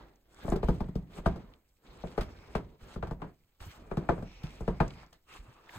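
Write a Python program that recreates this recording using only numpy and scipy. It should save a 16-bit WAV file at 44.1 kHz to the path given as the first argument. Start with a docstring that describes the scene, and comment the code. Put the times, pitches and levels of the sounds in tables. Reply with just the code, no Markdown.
"""Footsteps on a wooden deck

Shoes knock and thud on boards right under a hand-held phone: decaying board modes, with hiss and clicks.
Bending waves bring each blow treble first and bass last, then return once from the end of the boards.
Between the steps soles and clothes scuff, as flickering bands of noise with a breathy hollow note; grit
ticks, slow shifts of weight bump in the bass, and only a faint steady hiss is left in the gaps."""
import sys
import numpy as np
from scipy import signal
from scipy.fft import rfft, irfft
from scipy.io import wavfile
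from scipy.ndimage import uniform_filter1d

SR = 44100
rng = np.random.default_rng(int(sys.argv[2]) if len(sys.argv) > 2 else 0)


def wrap_up_sound(samples):
    """Save the sound to the file named by the first command line argument, as 16-bit audio."""
    columns = np.atleast_2d(samples).T
    # keep every value between -1 and 1, then stretch to whole-number steps
    tamed = np.clip(columns, -1, 1)
    steps = np.round(tamed * 32767).astype(np.int16)
    wavfile.write(sys.argv[1], SR, steps)


N = 255162


def undb(db):
    """Amplitude gain of a level in dB."""
    return 10 ** (np.asarray(db) / 20)


def on_log(hz, table):
    """Value of an (Hz, value) table, straight on a log-frequency axis."""
    table_hz, values = np.transpose(table)
    return np.interp(np.log(np.maximum(hz, 1)), np.log(table_hz), values)


def band(x, hz, width):
    """Resonant band-pass, gain 1 at the centre."""
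    b, a = signal.iirpeak(min(hz, 0.45 * SR), hz / width, fs=SR)
    return signal.lfilter(b, a, x)


def noise(hz, width, size=N):
    """Two unrelated noises in one band, rms 1."""
    x = band(rng.standard_normal((2, size)), hz, width)
    return x / x.std()


def steep(hz, width, size=N):
    """Noise through the same resonance twice, for steeper skirts; rms 1."""
    each_width = 1.53 * width  # two passes narrow the band
    x = band(noise(hz, each_width, size), hz, each_width)
    return x / x.std()


def walk(rate):
    """Random levels that slew to a new value every 1 / rate s; spread near 1."""
    hold = int(SR / rate)
    levels = np.repeat(rng.standard_normal(N // hold + 1), hold)
    return 1.57 * uniform_filter1d(levels, hold)[:N]


def grit(size, spread_db, grain_s=0.0012):
    """Crushed crystals: a gain that jumps grain by grain, now and then far up; rms 1."""
    hold = int(grain_s * SR)
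    grains = undb(spread_db * rng.exponential(size=size // hold + 1))
    gain = np.repeat(grains, hold)[:size]
    return gain / np.sqrt(np.mean(gain ** 2))


def fade(t, t60, rise):
    """Exponential onset with time constant rise after t = 0, times a decay of 60 dB in t60 s."""
    t = np.maximum(t, 0)
    return (1 - np.exp(-t / rise)) * 1000. ** (-t / t60)


def peak_one(x):
    """Scales each draw to peak 1."""
    return x / np.abs(x).max(axis=1, keepdims=True)


def add(out, x, s):
    """Mixes x into out from time s on."""
    i = int(s * SR)
    out[:, i:i + x.shape[1]] += x[:, :N - i]


# Spectrum of the faint steady hiss. Each row: frequency in Hz, relative level in dB per Hz.
FAINT_SPECTRUM = [(20, -1), (40, -0.5), (300, -21.5), (1500, -32), (4000, -55.5), (16000, -28.5)]
FAINT_DB = -71.5  # rms


def faint_hiss():
    """Faint steady background: white noise shaped by a fixed spectrum."""
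    hz = np.arange(N // 2 + 1) * SR / N
    spectrum = rfft(rng.standard_normal((2, N))) * undb(on_log(hz, FAINT_SPECTRUM))
    x = irfft(spectrum, N)
    return undb(FAINT_DB) * x / x.std()


# Soles and clothes rubbing. Each row: start in seconds, length in seconds, low scuff at the start in dB,
# swell up to the end in dB, then middle scuff, bright swish and board grumble in dB re the low scuff,
# attack and release in seconds per 30 dB, hollow note in Hz, level of that note in dB re the low scuff.
SCUFFS = [(0, 0.13, -61, -14, -8, -41, 12, 0.026, 0.14, 843, -2.5),
          (0.317, 0.12, -70.5, 12, -5, -6, 7, 0.12, 0.11, 1530, -8.5),
          (0.468, 0.062, -59.5, 3.5, -6, -4.5, 18, 0.069, 0.042, 1630, -19),
          (0.641, 0.14, -70.5, 0.5, 5.5, -3, 18, 0.054, 0.16, 1184, -5.5),
          (0.84, 0.21, -75.5, -6.5, 0, -20, 8, 0.029, 0.12, 857, 6.5),
          (1.118, 0.064, -66, 10.5, -3, -7, 11, 0.088, 0.082, 1500, -10),
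          (1.258, 0.3, -56, -17, -7.5, -23.5, 10.5, 0.039, 0.11, 910, -7),
          (1.857, 0.27, -65, 6.5, -5.5, -15, 4, 0.069, 0.53, 470, -5),
          (2.198, 0.38, -64, 1.5, -7.5, -14, 8, 0.043, 0.083, 2330, -6.5),
          (2.6, 0.16, -78, -7, 4, -17, 24, 0.032, 0.06, 426, 17),
          (2.813, 0.13, -67, 7.5, -1, -7, 7, 0.042, 0.095, 1366, -3),
          (3.039, 0.075, -55, -7, -16.5, -22, 5, 0.056, 0.054, 1100, -8.5),
          (3.203, 0.097, -64, 0, -17.5, -22.5, 12, 0.022, 0.062, 1930, -16.5),
          (3.606, 0.15, -58.5, -3, -2, -4.5, 0, 0.014, 0.14, 1295, -2.5),
          (3.797, 0.43, -66.5, 7.5, -14, -14, 12, 0.057, 0.1, 1070, -7.5),
          (4.278, 0.19, -66.5, 2.5, -1, -17, 9.5, 0.11, 0.046, 2450, 3.5),
          (4.441, 0.17, -63, 1.5, -3, -9, 7, 0.021, 0.09, 2450, -5.5),
          (4.638, 0.39, -65, 5, -6.5, -14.5, 0, 0.047, 0.13, 2170, -6),
          (5.125, 0.035, -69.5, -0.5, -7.5, -19, 6.5, 0.013, 0.066, 1810, -3.5),
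          (5.29, 0.078, -62, 6, -2, -6.5, -3, 0.039, 0.078, 1210, 1),
          (5.451, 0.35, -65, -4, -7, -13.5, 2, 0.12, 0.063, 1170, -3),
          (5.668, 0.099, -67.5, 15.5, -8.5, -7, -31, 0.053, 0.14, 1560, -2.5)]
EDGE_DB = 30  # fall per attack or release time
SHORTEST_EDGE_S = 0.004


def stroke_db(row):
    """One scuff in time: its level in dB as it swells or sinks, and the dB its edges take off."""
    t = np.arange(N) / SR
    start, length, db, swell_db = row[:4]
    attack, release = np.maximum(row[7:9], SHORTEST_EDGE_S)
    before = np.maximum(start - t, 0) / attack
    after = np.maximum(t - start - length, 0) / release
    level_db = db + swell_db * np.clip((t - start) / length, 0, 1)
    return level_db, EDGE_DB * (before + after)


def scuffing(column, slower, rest_db):
    """Gain of one layer under all scuffs above its resting level; powers add."""
    power = undb(2 * rest_db)
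    for row in SCUFFS:
        db, edges = stroke_db(row)
        layer_db = row[column] if column else 0  # column 0 is the low scuff itself
        power = power + undb(2 * (db + layer_db - edges / slower))
    return np.sqrt(power)


def rubbing(bands, gain, rate, flicker_db, grit_db):
    """Resonances fed by noise that catches and slips; each flickers and swells partly alone."""
    shared = walk(rate)
    x = np.zeros((2, N))
    for hz, width, db in bands:
        flicker = shared + walk(rate) + 0.4 * walk(8)
        x += undb(db + flicker_db * flicker) * steep(hz, width)
    x = x * uniform_filter1d(grit(N, grit_db), size=24)
    return gain * x / x.std()


# Grumble bands of the boards. Each row: centre in Hz, width in Hz, relative level in dB.
GRUMBLE_BANDS = [(43, 20, 5), (100, 110, -3.5), (211, 303, 2.5), (400, 160, -4.5)]
# What remains between scuffs: four levels in dB, for grumble, low scuff, middle scuff and bright swish.
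REST_DB = [-90.5, -89.5, -86, -86]
AFTER_BLOW_DB, AFTER_BLOW_T60_S = -20.5, 0.38  # grumble that a blow leaves: dB re its knock, and decay
GRUMBLE_SLOWER = 1.84  # the boards load and settle this many times more slowly than the scuff


def board_grumble():
    """Low noise of the loaded boards: they work under each scuff and settle after each blow."""
    t = np.arange(N) / SR
    settle = np.zeros(N)
    for s, knock_db, *_ in BLOWS:
        left = undb(knock_db + AFTER_BLOW_DB) * fade(t - s, AFTER_BLOW_T60_S, rise=0.037)
        settle += left ** 2
    work = scuffing(column=6, slower=GRUMBLE_SLOWER, rest_db=REST_DB[0])
    return rubbing(GRUMBLE_BANDS, np.sqrt(work ** 2 + settle), rate=25, flicker_db=1.42, grit_db=0)


# Low, middle and bright rubbing bands. Each row: centre in Hz, width in Hz, relative level in dB.
SCUFF_LOW = [(337.5, 45, 3.5), (440, 87, 3), (834, 490, 12.5), (1260, 250, 5), (1630, 330, 3)]
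SCUFF_MID = [(2250, 860, 1.5), (3100, 560, -4.5), (3800, 1000, -2), (5370, 1600, -6.5)]
SCUFF_TOP = [(5000, 1800, 0.5), (8100, 2800, 3.5)]
SLIPS_PER_S = 60  # new flicker levels a second


def scuffs():
    """Soles and clothes rub: three layers of gritty noise, each following the strokes at its own level."""
    out = np.zeros((2, N))
    layers = [(SCUFF_LOW, 0, REST_DB[1]), (SCUFF_MID, 4, REST_DB[2]), (SCUFF_TOP, 5, REST_DB[3])]
    for bands, column, rest_db in layers:
        gain = scuffing(column, slower=1, rest_db=rest_db)
        out += rubbing(bands, gain, SLIPS_PER_S, flicker_db=1.5, grit_db=2.0)
    return out


# Thinnest hiss of the rubbing. Each row: centre in Hz, width in Hz, relative level in dB.
THIN_HISS = [(13500, 4000, 0)]
HISS_DB, HISS_POWER = 26, 1.5  # gain on the swish raised to this power


def thin_hiss():
    """The highest rubbing noise: it grows faster than the bright swish."""
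    swish = scuffing(column=5, slower=0.93, rest_db=REST_DB[3])
    gain = undb(HISS_DB) * swish ** HISS_POWER
    return rubbing(THIN_HISS, gain, SLIPS_PER_S, flicker_db=2.0, grit_db=1.5)


# Resonances of the hollow. Each row: multiple of the hollow note, width as a share of the note, level in dB.
HOLLOW = [(1, 0.2, -2), (2.25, 0.25, -7.5)]


def hollow_notes():
    """Each scuff has its own breathy note, from the hollow between sole, cloth and board."""
    out = np.zeros((2, N))
    for row in SCUFFS:
        start, length, attack, release, note_hz, note_db = *row[:2], *row[7:]
        db, edges = stroke_db(row)
        first = max(int((start - attack) * SR), 0)
        last = min(int((start + length + release) * SR), N)
        breath = np.zeros((2, last - first))
        for multiple, width, part_db in HOLLOW:
            breath += undb(part_db) * steep(multiple * note_hz, width * note_hz, size=last - first)
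        level_db = db - edges + 1.3 * walk(30)
        add(out, undb(level_db[first:last] + note_db) * breath, first / SR)
    return out


# Grit ticks. Each row: start in seconds, peak level in dB, pitch in Hz.
TICKS = [(0.158, -59.5, 6060), (.501, -39, 7240), (1.537, -50, 2960), (2.072, -50.5, 3020),
         (3.604, -48, 1650), (4.879, -46.5, 6360), (4.905, -45.5, 3000), (4.937, -51, 2300),
         (5.063, -58, 5100), (5.693, -41, 1910)]


def ticks():
    """Grit clicks: tiny bursts of narrow noise that ring a few cycles."""
    out, t = np.zeros((2, N)), np.arange(SR // 20) / SR
    for s, db, hz in TICKS:
        click = steep(hz, 0.36 * hz, size=len(t)) * fade(t, t60=0.022, rise=0.00024)
        add(out, undb(db) * peak_one(click), s)
    return out


# Soft shifts of weight, bass only. Each row: start in seconds, peak level in dB, pitch in Hz.
SHIFTS = [(2.29, -47, 58.6), (2.378, -49.5, 71.5), (2.477, -49, 41.2), (2.815, -42, 48),
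          (3.075, -36.5, 108), (3.608, -37.5, 56), (3.659, -40, 98), (5.387, -40.5, 44), (5.477, -48, 107),
          (5.757, -40, 100)]


def shifts():
    """A slow push bends the boards: a dull bump of a few uneven cycles of low noise."""
    out, t = np.zeros((2, N)), np.arange(SR // 4) / SR
    for s, db, hz in SHIFTS:
        settled = steep(hz, 0.51 * hz, size=SR // 2)[:, -len(t):]  # skip the filter's own build-up
        add(out, undb(db) * peak_one(settled * fade(t, t60=0.13, rise=0.015)), s)
    return out


TRAVEL_S = 0.01175  # travel time of a 100 Hz bending wave


def travel(hz):
    """Bending waves run as the root of frequency; the wait in s counts from the treble front (2500 Hz)."""
    return TRAVEL_S * (np.sqrt(100 / hz) - 0.2)


RETURN_S, RETURN_PATHS, RETURN_DB = 0.008, 1.774, -6  # echo: extra delay, path ratio, dB re the first wave
FAVOUR_DB, FAVOUR_OCTAVES = 7, 0.22  # lift of the modes near a blow's pitch, and how far it reaches


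def ring(modes, t, pitch_hz, hard_db=0):
    """Two draws of one blow: each spot of the deck weights and detunes the modes anew; peak 1."""
    hz, db, t60 = np.transpose(modes)[:, :, None]
    size, tune = rng.standard_normal((2, 2, len(modes), 1))
    favour_db = FAVOUR_DB * np.exp(-(np.log2(hz / pitch_hz) / FAVOUR_OCTAVES) ** 2)
    late = t - travel(hz)
    # loose boards trade energy, so each mode's ring wavers every few ms
    levels = rng.standard_normal((2, len(modes), len(t) // 256 + 1))
    held = np.repeat(levels, 256, axis=2)[:, :, :len(t)]
    rattle = undb(3 * uniform_filter1d(held, size=200))
    # the first wave passes in a few cycles, before the boards ring on more softly
    front_db, front_t60 = 13, 4.85 / hz
    shape = rattle * fade(late, t60, 0.5 / hz) + undb(front_db) * fade(late, front_t60, 0.62 / hz)
    waves = np.sin(2 * np.pi * hz * (1 + 0.023 * tune) * late) * shape
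    # it comes back once from the end of the boards, over a longer path
    back = t - RETURN_S - RETURN_PATHS * travel(hz)
    echo = np.sin(2 * np.pi * hz * back) * fade(back, front_t60, 0.51 / hz)
    waves = waves + undb(front_db + RETURN_DB) * echo
    mode_db = db + favour_db + hard_db * np.log2(hz) + 1.72 * size
    return peak_one(np.sum(undb(mode_db) * waves, axis=1))


# Dense after-ring of the joists. Each row: centre in Hz, level in dB re the blow, 60 dB decay in seconds.
AFTER_RING = [(56.5, -16, 0.63), (146.2, -20, 0.73), (329, -25, 0.2), (603, -22, 0.24), (1120, -27.5, 0.19),
              (2260, -36, 0.12)]


def after_ring(t, thud_db, boom_db, hard_db):
    """The joists ring on as bands of decaying noise, driven by the boom, thud or knock near their pitch."""
    out = np.zeros((2, len(t)))
    for hz, after_db, t60 in AFTER_RING:
        drive_db = np.interp(hz, [60, 200, 600], [boom_db, thud_db, 0])
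        drive_db += hard_db * max(np.log2(hz / 600), 0)
        dense = steep(hz, 0.52 * hz, size=len(t))
        out += undb(after_db + drive_db) * dense * fade(t - travel(hz), t60, rise=0.0011)
    return out


# Hiss of sole and snow. Each row: centre in Hz, width in Hz, relative level in dB.
CRACK_BANDS = [(3330, 1500, 11), (5030, 830, 6.5), (9100, 1000, 2), (13200, 2600, -2)]


def crack(t):
    """The sole slaps and crushes snow: a short gritty hiss with a fainter tail."""
    hiss = sum(undb(db) * noise(hz, width, len(t)) for hz, width, db in CRACK_BANDS)
    tail = undb(1) * fade(t, 0.05, 0.0013) + undb(-3.5) * fade(t, 0.16, 0.0013)
    return hiss / np.abs(hiss).max() * grit(len(t), spread_db=2.0) * tail


SNAP_DB, SNAP_PER_HARD = -26.5, 1.8  # click re knock at hardness 0, and its gain per dB of hardness


def snap(t, hard_db):
    """Click of the first contact, louder for a harder blow up to a limit."""
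    db = SNAP_DB + SNAP_PER_HARD * min(hard_db, 4)
    return undb(db) * steep(2500, 2600, size=len(t)) * fade(t, t60=0.014, rise=0.0017)


# Deck modes of boom, thud and knock. Each row: frequency in Hz, relative level in dB, 60 dB decay in seconds.
BOOM_MODES = [(35.5, 0, 0.05), (45, -0.5, 0.083), (58.3, -1, 0.13)]
THUD_MODES = [(129, 0, 0.14), (155.5, 4, 0.1), (177.5, 3.5, 0.19), (205.9, -3, 0.15), (289.2, -7, 0.25)]
KNOCK_MODES = [(338.5, 0.5, 0.15), (388.5, -2, 0.17), (434.2, 5, 0.082), (497.2, -2, 0.12),
               (601, -2, 0.064), (668.6, -1, 0.12), (867.5, 0.5, 0.057), (959, -8, 0.15),
               (1046, -2.5, 0.071), (1215, -3, 0.079), (1352, -2.5, 0.04), (1567, -11.5, 0.12),
               (1744, -16.5, 0.093), (1910, -21.5, 0.057), (2360, -15.5, 0.038)]
# Heel and toe blows. Each row: start in seconds, knock in dB, then thud, boom and crack in dB re the knock,
# hardness in dB per octave, knock pitch in Hz, thud pitch in Hz.
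BLOWS = [(0.445, -34.5, 6, -5, -32, -3, 336, 177), (0.479, -24.5, -3, -1, -33, -2.5, 620, 183),
         (0.52, -16.5, -2.5, -7, -32, -4.5, 354, 177), (0.558, -25, -3, -4.5, -17, -2, 420, 188),
         (0.629, -22.5, -3.5, 0.5, -23, -1.5, 480, 172), (0.684, -19.5, 6, -0.5, -19, -3, 493, 177),
         (0.804, -28.5, 6.5, 1, -19, 0, 880, 166), (0.885, -42.5, 13, -12, -15.5, 0.5, 510, 166),
         (0.953, -31.5, 11, 3, -15, -3, 423, 172), (1.182, -38, 1.5, 3, -21, 0, 824, 204),
         (1.259, -16.5, 0.5, -4.5, -20, 2, 665, 199), (1.358, -36, -1, -10, -15, -2.5, 516, 285),
         (2.036, -28, -1.5, -10.5, -47, -6.5, 646, 199), (2.177, -17, -15, -7.5, -25, 1, 426, 170),
         (2.209, -35.5, 6.5, -14.5, 0, 12, 1200, 166), (2.551, -19.5, -2.5, -12, -18.5, 4.5, 425, 199),
         (2.959, -33.5, 6, 0, -30, -1.5, 1230, 199), (3.026, -25.5, -3, -12.5, -25, 2, 580, 134),
         (3.07, -40.5, 6, -4, -9.5, 4.5, 870, 134), (3.109, -32, 4, -0.5, -17.5, 1.5, 890, 150),
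         (3.218, -30, -2.5, -23, -28, 4, 900, 285), (3.243, -38, 3.5, -15, -25, -2, 432, 202),
         (3.913, -24.5, -5, -13, -33, 0.5, 484, 280), (3.97, -24.5, 6, -17, -18, 1, 387, 156),
         (4.089, -12.5, -9, -16, -33.5, 0, 714, 130), (4.118, -26.5, -0.5, -22.5, -30, -3, 447, 209),
         (4.178, -35.5, 3.5, -9, -23, -3, 560, 130), (4.223, -37.5, 8.5, -40, -16, -0.5, 627, 123),
         (4.433, -47, 19, 8.5, 2, 13, 920, 156), (4.605, -30.5, 1, -2.5, -27, -4, 415, 139),
         (4.677, -19, -0.5, -6, -26, -1, 430, 161), (4.802, -14, 0.5, -11, -27, 3, 755, 150),
         (5.127, -51.5, -12, -18, 0.5, 2.5, 600, 160)]


def blows():
    """Heels and toes strike the deck: each blow sets off its modes, after-ring, crack and snap."""
    out, t = np.zeros((2, N)), np.arange(SR // 3) / SR
    taper = np.cos(t / t[-1] * np.pi / 2)  # the last faint ring tapers away
    for s, db, thud_db, boom_db, crack_db, hard_db, knock_hz, thud_hz in BLOWS:
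        x = ring(KNOCK_MODES, t, knock_hz, hard_db)
        x += undb(thud_db) * ring(THUD_MODES, t, thud_hz)
        x += undb(boom_db) * ring(BOOM_MODES, t, pitch_hz=49.9)
        x += after_ring(t, thud_db, boom_db, hard_db)
        x += undb(crack_db) * crack(t)
        x += snap(t, hard_db)
        add(out, undb(db) * x * taper, s)
    return out


# Level of the part that differs between the two ports. Each row: frequency in Hz, level in dB.
UNLIKE = [(30, -26), (125, -16.5), (300, -11), (700, -6), (1200, -4.5), (2000, -2.5), (4500, -4),
          (7500, -12), (15000, -18)]
# Phase by which the left port leads. Each row: frequency in Hz, lead in radians.
LEFT_LEADS = [(0, 0), (950, 0.47), (1700, -0.16), (3000, 1.92), (4300, 1.67), (5600, 3.5), (7300, 7),
              (10400, 2.5), (13500, 1), (16000, -2)]
# Balance of the ports. Each row: frequency in Hz, left minus right in dB.
BALANCE_DB = [(200, -1.5), (700, 0.5), (5000, -1), (15000, 0)]


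def two_ports(both):
    """One draw reaches both ports, phase-shifted by the phone body; the other differs between them."""
    hz = np.arange(N // 2 + 1) * SR / N
    shared, own = rfft(both)
    own = own * undb(on_log(hz, UNLIKE))
    # each port takes half of the lead and half of the balance
    shift = np.exp(0.5j * np.interp(hz, *np.transpose(LEFT_LEADS)))
    tilt = undb(on_log(hz, BALANCE_DB) / 2)
    left = (shared + own) * shift * tilt
    right = (shared - own) / shift / tilt
    return irfft([left, right], N)


def scene():
    """All layers as two draws each, summed and spread over the two ports."""
    rubs = board_grumble() + scuffs() + thin_hiss() + hollow_notes()
    return two_ports(faint_hiss() + rubs + ticks() + shifts() + blows())


TOP_HZ = 15800


def record(dry):
    """A steep low-pass cuts the top."""
    low_pass = signal.ellip(10, 0.2, 70, TOP_HZ, fs=SR, output="sos")
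    return signal.sosfilt(low_pass, dry)


dry = scene()
out = record(dry)
wrap_up_sound(out)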